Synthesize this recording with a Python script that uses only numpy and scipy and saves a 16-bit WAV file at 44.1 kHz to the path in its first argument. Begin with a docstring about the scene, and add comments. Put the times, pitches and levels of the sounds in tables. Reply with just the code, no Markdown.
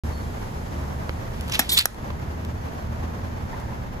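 """Car bursting a bead-filled toy

A car creeps over asphalt, engine running, and rolls over a hollow soft toy full of beads, close by.
The beads crunch, the shell cracks, the skin pops, air and beads squirt through the split in a hiss
and a few squelches, and a last pop follows. A limiter ducks the engine under the bursts.
Loose beads and grit tick on the ground, and faint squeaks sound far off."""
import sys
import numpy as np
from scipy import signal
from scipy.fft import rfft, irfft
from scipy.io import wavfile
from scipy.ndimage import uniform_filter1d

SR = 44100
rng = np.random.default_rng(int(sys.argv[2]) if len(sys.argv) > 2 else 0)


def file_out(sig):
    """Save sig as 16-bit WAV at sys.argv[1]."""
    # one column per channel
    cols = np.atleast_2d(sig).T
    # limit, then scale
    lim = np.clip(cols, -1, 1)
    pcm = np.round(lim * 32767).astype(np.int16)
    wavfile.write(sys.argv[1], SR, pcm)


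N = 176400
T = np.arange(N) / SR
BIN_HZ = np.arange(N // 2 + 1) * SR / N
LEFT_RIGHT = np.array([[1], [-1]])


def from_db(db):
    """Decibels to gain."""
    return 10 ** (np.asarray(db) / 20)


def rms_one(x):
    """Scale to unit rms."""
    return x / np.sqrt(np.mean(x ** 2) + 1e-20)


def in_time(rows):
    """Each column of an automation curve, at every sample."""
    times, *columns = np.transpose(rows)
    return [np.interp(T, times, column) for column in columns]


def passage(rows):
    """Gains of a level curve, silent outside its span."""
    return [from_db(db) * (T > rows[0][0]) * (T < rows[-1][0]) for db in in_time(rows)]


def per_bin(points):
    """A curve over log frequency, at every FFT bin."""
    hz, value = np.transpose(points)
    return np.interp(np.log(np.maximum(BIN_HZ, SR / N)), np.log(hz), value)


def colour(x, eq):
    """Minimum-phase EQ that keeps the power of white noise."""
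    cepstrum = irfft(np.log(rms_one(from_db(per_bin(eq)))), N)
    cepstrum[1:N // 2] *= 2
    cepstrum[N // 2 + 1:] = 0
    return irfft(rfft(x) * np.exp(rfft(cepstrum)), N)


def drift(rate_hz):
    """Smooth random modulation, rms 1."""
    return rms_one(irfft(rfft(rng.standard_normal(N)) / (1 + (BIN_HZ / rate_hz) ** 2), N))


def resonate(x, hz, width_hz):
    """A resonance with peak gain 1."""
    r = np.exp(-np.pi * width_hz / SR)
    feedback = [1, -2 * r * np.cos(2 * np.pi * hz / SR), r * r]
    return signal.lfilter(np.array([1, 0, -1]) * (1 - r * r) / 2, feedback, x + 1e-18)


def gliding(x, hz, width_hz):
    """A resonance whose centre follows the curve hz; peak gain 1."""
    turn = np.exp(2j * np.pi * np.cumsum(hz) / SR)
    r = np.exp(-np.pi * width_hz / SR)
    return 2 * np.real(turn * signal.lfilter([1 - r], [1, -r], x * np.conj(turn) + 1e-18))


def burst(peak_s, rise_s, hold_s, decay_s):
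    """Envelope: exponential rise, hold, exponential decay."""
    before = np.maximum(peak_s - T, 0) / rise_s
    after = np.maximum(T - peak_s - hold_s, 0) / decay_s
    return np.exp(-np.minimum(before + after, 40))


def wide_noise(eq):
    """Steady stereo noise, rms 1."""
    # left-right likeness: frequency_hz, correlation (clipped below)
    likeness = [(80, 0.96), (140, 0.87), (300, 0.51), (800, -.42), (2800, -0.14), (4300, 0.34),
                (5600, -0.26), (6800, 0.5), (8900, -1.085), (12200, 1), (15000, -1.1)]
    alike = np.clip(per_bin(likeness), -0.99, 0.99)
    mid, side = rfft(rng.standard_normal((2, N)))
    stereo = irfft(np.sqrt(1 + alike) * mid + np.sqrt(1 - alike) * side * LEFT_RIGHT, N)
    return rms_one(colour(stereo, eq))


def at_ports(noises, side, scatter=0.12, port_lag_s=0.0001715):
    """A direct sound reaches one microphone port late; each port adds its own scattered share."""
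    lag_s = side * port_lag_s / 2 * LEFT_RIGHT
    direct = irfft(rfft(noises[0]) * np.exp(-2j * np.pi * BIN_HZ * lag_s), N)
    return np.sqrt(1 - scatter) * direct + np.sqrt(scatter) * noises[1:]


def air(side, scatter=0.12):
    """White turbulence from the left (-1) or right (1)."""
    return at_ports(rng.standard_normal((3, N)), side, scatter)


def engine(wobble=0.01, rough_db=2.6, rumble_db=-33, rumble_follows=0.13):
    """Uneven firing makes a drone that swells briefly; the low rumble follows it a little."""
    # firing tone: time_s, pitch_hz, level_db
    firing = [(0.06, 76.2, -37.5), (0.45, 69.9, -43.5), (0.62, 77.74, -39.5), (0.85, 71.32, -33.5),
              (1.0, 73.6, -31.5), (1.2, 78, -38.5), (1.45, 75.7, -37), (1.92, 74, -43.5), (2.15, 76, -34.5),
              (2.4, 78.9, -31.5), (2.68, 77.15, -36.5), (2.8, 77.72, -40), (3.1, 79.7, -35),
              (3.46, 82.17, -37), (3.62, 74.1, -43), (4.0, 74.9, -36)]
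    # swells and one dip of the drone: centre_s, half_width_s, gain_db
    swells = [(0.058, 0.042, 15.5), (0.27, 0.023, 14.5), (0.83, 0.035, 3.5), (1.11, .03, 7.5),
              (2.5, 0.032, 9), (2.895, 0.041, 8.5), (3.02, .045, 8.5), (3.14, 0.038, -4), (3.27, .05, 6.5),
              (3.445, 0.031, 11), (3.705, 0.023, 9)]
    # engine partials: pitch_multiple, gain_db
    orders = [(1, -2), (1.5, -13.5), (2, -18), (3, -16)]
    # rumble under the car: frequency_hz, gain_db
    rumble_eq = [(15, -14), (28, 0.5), (38, -13), (52, 0), (75, -1), (115, -1), (160, -7), (235, -7.5),
                 (300, -25.5), (600, -34), (2000, -75)]
    hz, level_db = in_time(firing)
    swell_db = sum(db * np.exp(-((T - s) / width) ** 2) for s, width, db in swells)
    phase = 2 * np.pi * np.cumsum(hz * (1 + wobble * drift(7.5))) / SR
    drone = 0
    for multiple, db in orders:
        gain = np.sqrt(2) * from_db(level_db + swell_db + db + rough_db * drift(49))
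        drone += gain * np.sin(multiple * phase + rng.uniform(0, 2 * np.pi))
    return drone + from_db(rumble_db + rumble_follows * swell_db) * wide_noise(rumble_eq)


def rush(flutter_db=1.16):
    """Fan and tyres make a wide, lightly fluttering bed of noise."""
    # fader of the rush: time_s, level_db
    fader = [(0, -36.5), (1.4, -36), (2.1, -36.5), (2.8, -36.5), (3.55, -36.5), (4, -37.5)]
    # tone of the rush: frequency_hz, gain_db
    eq = [(60, -11), (250, 2), (450, 0), (900, 0.5), (1350, -7), (1900, -9.5), (2500, -16), (4000, -22.5),
          (6000, -23.5), (8500, -31.5), (15500, -31)]
    return from_db(in_time(fader)[0] + flutter_db * drift(18)) * wide_noise(eq)


def tread():
    """Tread hisses on the asphalt and fades as the wheel leaves."""
    # fader of the hiss: time_s, level_db
    fader = [(0, -52), (1.3, -56), (1.45, -52.5), (1.9, -49), (2.1, -63), (3.1, -62), (3.55, -63.5),
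             (4, -68)]
    # tone of the hiss: frequency_hz, gain_db
    eq = [(500, -20), (3000, -2.5), (6000, -2), (10000, -2.5), (15500, -13)]
    return from_db(in_time(fader)[0]) * wide_noise(eq)


def squeaks(edge_s=0.0024, waver_hz=45, rough_db=3):
    """Faint far-off squeaks: short, rough, wavering tones with a weak octave."""
    # squeaks: start_s, length_s, pitch_hz, level_db, octave_relative_db
    cues = [(0.125, 0.09, 4370, -56.5, -30), (3.531, 0.018, 980, -37.5, -9), (3.599, 0.035, 960, -47, -8),
            (3.65, 0.01, 840, -48, -5), (3.688, 0.011, 900, -44, -12), (3.718, 0.017, 1010, -47, -14)]
    waver = np.cumsum(waver_hz * drift(159.5)) / SR
    tones = 0
    for s, length, hz, db, octave_db in cues:
        phase = 2 * np.pi * (hz * T + waver)
        tone = np.sin(phase) + from_db(octave_db) * np.sin(2 * phase)
        tones += np.sqrt(2) * from_db(db) * burst(s, edge_s, length, edge_s) * tone
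    return tones * from_db(rough_db * drift(200))


def contacts(hits, eq, rise_s=0.00091, hold_s=0.00024):
    """Small impacts, each a quickly dying burst of noise."""
    envelope = sum(from_db(db) * burst(s, rise_s, hold_s, decay) for s, db, decay in hits)
    return colour(air(side=0.98) * envelope, eq)


def knocks():
    """Toy and tyre knock dully."""
    # knocks: peak_s, level_db, decay_s
    hits = [(1.0938, -20.5, 0.0019), (2.1035, -30.5, 0.0046)]
    # tone of a knock: frequency_hz, gain_db
    eq = [(80, -11), (550, 7), (1000, 3), (1700, -4), (2600, -4), (3700, -7.5), (7000, -27), (15000, -34)]
    return contacts(hits, eq)


def crackle(per_s=6000, spread_db=2.5, ring_cycles=8, pitch_count=24):
    """Clicking beads: random clicks, each ringing briefly at one of many pitches; rms 1."""
    sizes = from_db(spread_db * np.minimum(rng.exponential(1, N), 4))
    clicks = sizes * rng.choice([-1, 1], N) * (rng.random(N) < per_s / SR)
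    pitch_index = rng.integers(0, pitch_count, N)
    return rms_one(sum(resonate(clicks * (pitch_index == k), hz, 2 * hz / ring_cycles)
                       for k, hz in enumerate(np.geomspace(700, 15000, pitch_count))))


def crunch(rise_s=0.00088, width_hz=840):
    """Beads grind under the tyre's load, and the shell gives in pitched cracks; later, beads spray out of the
    split along with the squelches."""
    # fader of the grinding, and of the bead spray from about 1.76 s: time_s, level_db
    fader = [(1.33, -53), (1.47, -52.5), (1.511, -45), (1.523, -26), (1.53, -33), (1.54, -25), (1.559, -28),
             (1.573, -41), (1.587, -38.5), (1.612, -32), (1.66, -40.5), (1.755, -51), (1.777, -22.5),
             (1.811, -18.5), (1.83, -32), (1.88, -54), (1.95, -53)]
    # tone of the grinding and the spray: frequency_hz, gain_db
    eq = [(200, -26), (1200, -10), (2600, 5), (3600, 0), (5000, -4.5), (7000, -15.5), (11800, -11.5),
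          (15500, -21)]
    # shell cracks: peak_s, level_db, decay_s, pitch_hz
    cracks = [(1.5227, -18, .003, 5360), (1.5402, -17, 0.0023, 5700), (1.547, -17, 0.0024, 4000),
              (1.5543, -15, 0.0019, 3550), (1.561, -20, .002, 2500), (1.571, -22, 0.0017, 5960)]
    grains = at_ports(np.array([crackle() for _ in range(3)]), side=0.96)
    shell = sum(resonate(grains * from_db(db) * burst(s, rise_s, 0, decay), hz, width_hz)
                for s, db, decay, hz in cracks)
    return colour(passage(fader)[0] * grains, eq) + shell


def ticks():
    """Grit and loose beads tick on the ground."""
    # ticks: peak_s, level_db, decay_s
    hits = [(1.41, -30.5, 0.0013), (1.468, -45, .001), (1.481, -31, 0.0011), (1.487, -33, .001),
            (1.4975, -27, 0.0024), (1.9462, -34, 0.00091), (2.0784, -44, 0.00098), (2.4495, -32.5, 0.0013),
            (3.6, -40.5, 0.0048)]
    # tone of a tick: frequency_hz, gain_db
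    eq = [(500, -2.5), (3500, -7), (6000, -13), (9000, -12.5), (15000, -15.5)]
    return contacts(hits, eq)


def pops(rise_s=0.000067, hold_s=0.00069, click_delay_s=0.00072, puff_db=-20, puff_decay_s=0.016):
    """The skin tears: a bright crack, a pressure pulse, and a knock and puff that ring the body."""
    # tears: peak_s, level_db, decay_s, pulse_relative_db, knock_relative_db
    tears = [(1.5929, -1.5, 0.005, -10, 9.5), (1.8558, 2, 0.0016, 5.5, -22)]
    # tone of the crack: frequency_hz, gain_db
    crack_eq = [(100, -26), (500, -7), (1800, 3), (2500, -1.5), (3500, -2.5), (6200, 1), (7600, -3.5),
                (11000, 5), (13500, -1.5), (16000, -4)]
    # tone of the pressure pulse: frequency_hz, gain_db
    pulse_eq = [(100, -17), (400, 4), (800, 4.5), (1300, 0.5), (1950, -1), (2600, -20), (6000, -35)]
    # resonances of the hollow body: pitch_hz, width_hz, gain_db
    body_modes = [(220, 82, 18), (730, 86, 14.5), (1330, 350, 8), (1870, 270, 8), (3220, 120, 12.5),
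                  (5530, 320, 4)]
    crack = pulse = knock = puff = 0
    for s, db, decay, pulse_db, knock_db in tears:
        click = np.arange(N) == int((s + click_delay_s) * SR)
        crack += from_db(db) * burst(s, rise_s, hold_s, decay)
        pulse += from_db(db + pulse_db) * click
        knock += from_db(db + knock_db) * click
        puff += from_db(db + knock_db + puff_db) * burst(s, rise_s, hold_s, puff_decay_s)
    drive = knock + puff * air(side=-0.87)
    hollow = sum(from_db(db) * resonate(drive, hz, width) for hz, width, db in body_modes)
    return colour(crack * air(side=-0.957), crack_eq) + colour(pulse, pulse_eq) + hollow


def split_ring(x, modes):
    """The resonances of the split slide together as it stretches and slackens."""
    # pitch bend of the split: time_s, pitch_ratio
    bend = [(1.69, 1.3), (1.712, 0.83), (1.738, 0.91), (1.758, 0.86), (1.778, 0.96), (1.79, 1.04),
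            (1.83, 0.87)]
    ratio = in_time(bend)[0]
    return sum((-1) ** k * from_db(db) * gliding(x, hz * ratio, width)
               for k, (hz, width, db) in enumerate(modes))


def jet():
    """Air and spray fizz through the split, which gives them a hollow, sliding ring."""
    # faders of the jet: time_s, fizz_db, top_hiss_db
    faders = [(1.688, -63, -70), (1.693, -16.5, -44), (1.704, -20.5, -39), (1.71, -31, -35),
              (1.722, -20, -25), (1.738, -24, -19.5), (1.755, -26, -34), (1.765, -33, -36), (1.8, -30, -42),
              (1.85, -47, -59)]
    # tone of the fizz: frequency_hz, gain_db
    fizz_eq = [(80, -40), (900, -23), (1700, -16), (2900, -8), (3600, 8), (4600, -2.5), (6300, -10.5),
               (8500, 0), (11000, -12), (15500, -29)]
    # tone of the top hiss: frequency_hz, gain_db
    hiss_eq = [(2000, -49), (7000, -38), (11500, 3), (14500, 10), (15700, -6)]
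    # resonances of the still narrow split: unbent_pitch_hz, width_hz, gain_db
    modes = [(2720, 200, 3), (3730, 300, 11), (4000, 420, 5.5)]
    fizz_gain, hiss_gain = passage(faders)
    fizz = fizz_gain * air(side=-0.98, scatter=0.054)
    hiss = hiss_gain * air(side=-0.96)
    return colour(fizz, fizz_eq) + split_ring(fizz, modes) + colour(hiss, hiss_eq)


def squelches(hold_s=0.00062, trim_db=-1.5):
    """Clumps of beads spit out and make the split ring."""
    # clumps: peak_s, level_db, rise_s, decay_s
    clumps = [(1.7783, -7.5, 0.0047, 0.0016), (1.788, 0.5, 0.00044, 0.0017), (1.792, -2, 0.0003, 0.0014),
              (1.798, -14, 0.0016, .003), (1.804, -14.5, 0.00055, 0.0016), (1.81, -12.5, 0.00071, 0.0018),
              (1.823, -23, 0.001, 0.0025)]
    # tone of a squelch: frequency_hz, gain_db
    eq = [(200, -23), (800, -21), (1300, -2), (1800, -8), (2700, 5.5), (4500, 6.5), (5600, -0.5),
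          (7400, -5.5), (9000, -6), (15500, -6.5)]
    # resonances of the split: unbent_pitch_hz, width_hz, gain_db
    modes = [(2870, 350, 3), (3390, 260, 15), (4100, 380, 12), (4810, 300, 15.5), (7630, 460, 4.5)]
    envelope = sum(from_db(db) * burst(s, rise, hold_s, decay) for s, db, rise, decay in clumps)
    spit = envelope * air(side=1)
    return from_db(trim_db) * (colour(spit, eq) + split_ring(spit, modes))


def underbody(x, t60_s=0.2, wet_db=-21.5, damping_hz=4970):
    """Short dull reverb between the ground and the floor of the car."""
    t = T[:SR // 2]
    lowpass = signal.butter(1, damping_hz, fs=SR, output="sos")
    tail = signal.sosfilt(lowpass, rng.standard_normal((2, len(t)))) * from_db(-60 * t / t60_s)
    tail /= np.sqrt(np.sum(tail ** 2) / 2)
    return from_db(wet_db) * signal.fftconvolve(x, tail, axes=1)[:, :N]


def scene(toy_pan_db=-1.5, car_pan_db=-0.77):
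    """The toy bursts under the passing car; pans are left minus right."""
    toy = crunch() + pops() + jet() + squelches() + knocks() + ticks()
    toy *= from_db(toy_pan_db / 2 * LEFT_RIGHT)
    car = (engine() + rush() + tread()) * from_db(car_pan_db / 2 * LEFT_RIGHT)
    return car + squeaks() + toy + underbody(toy)


def record(dry):
    """A fast limiter with slow release, soft clipping and a steep top cut."""
    threshold_db, release_db_per_s, window_s = -8, 51, 0.0008
    silent_until_s, cutoff_hz = 0.036, 15600
    window = int(window_s * SR)
    power = uniform_filter1d(np.mean(dry ** 2, axis=0), window)
    over_db = np.maximum(10 * np.log10(np.maximum(power, 1e-12)) - threshold_db, 0)
    release_db = release_db_per_s * T
    duck_db = np.maximum.accumulate(over_db + release_db) - release_db
    limited = np.tanh(dry * from_db(-uniform_filter1d(duck_db, window)))
    top_cut = signal.ellip(10, 0.1, 80, cutoff_hz, fs=SR, output="sos")
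    return signal.sosfilt(top_cut, limited * (T > silent_until_s))


dry = scene()
out = record(dry)
file_out(out)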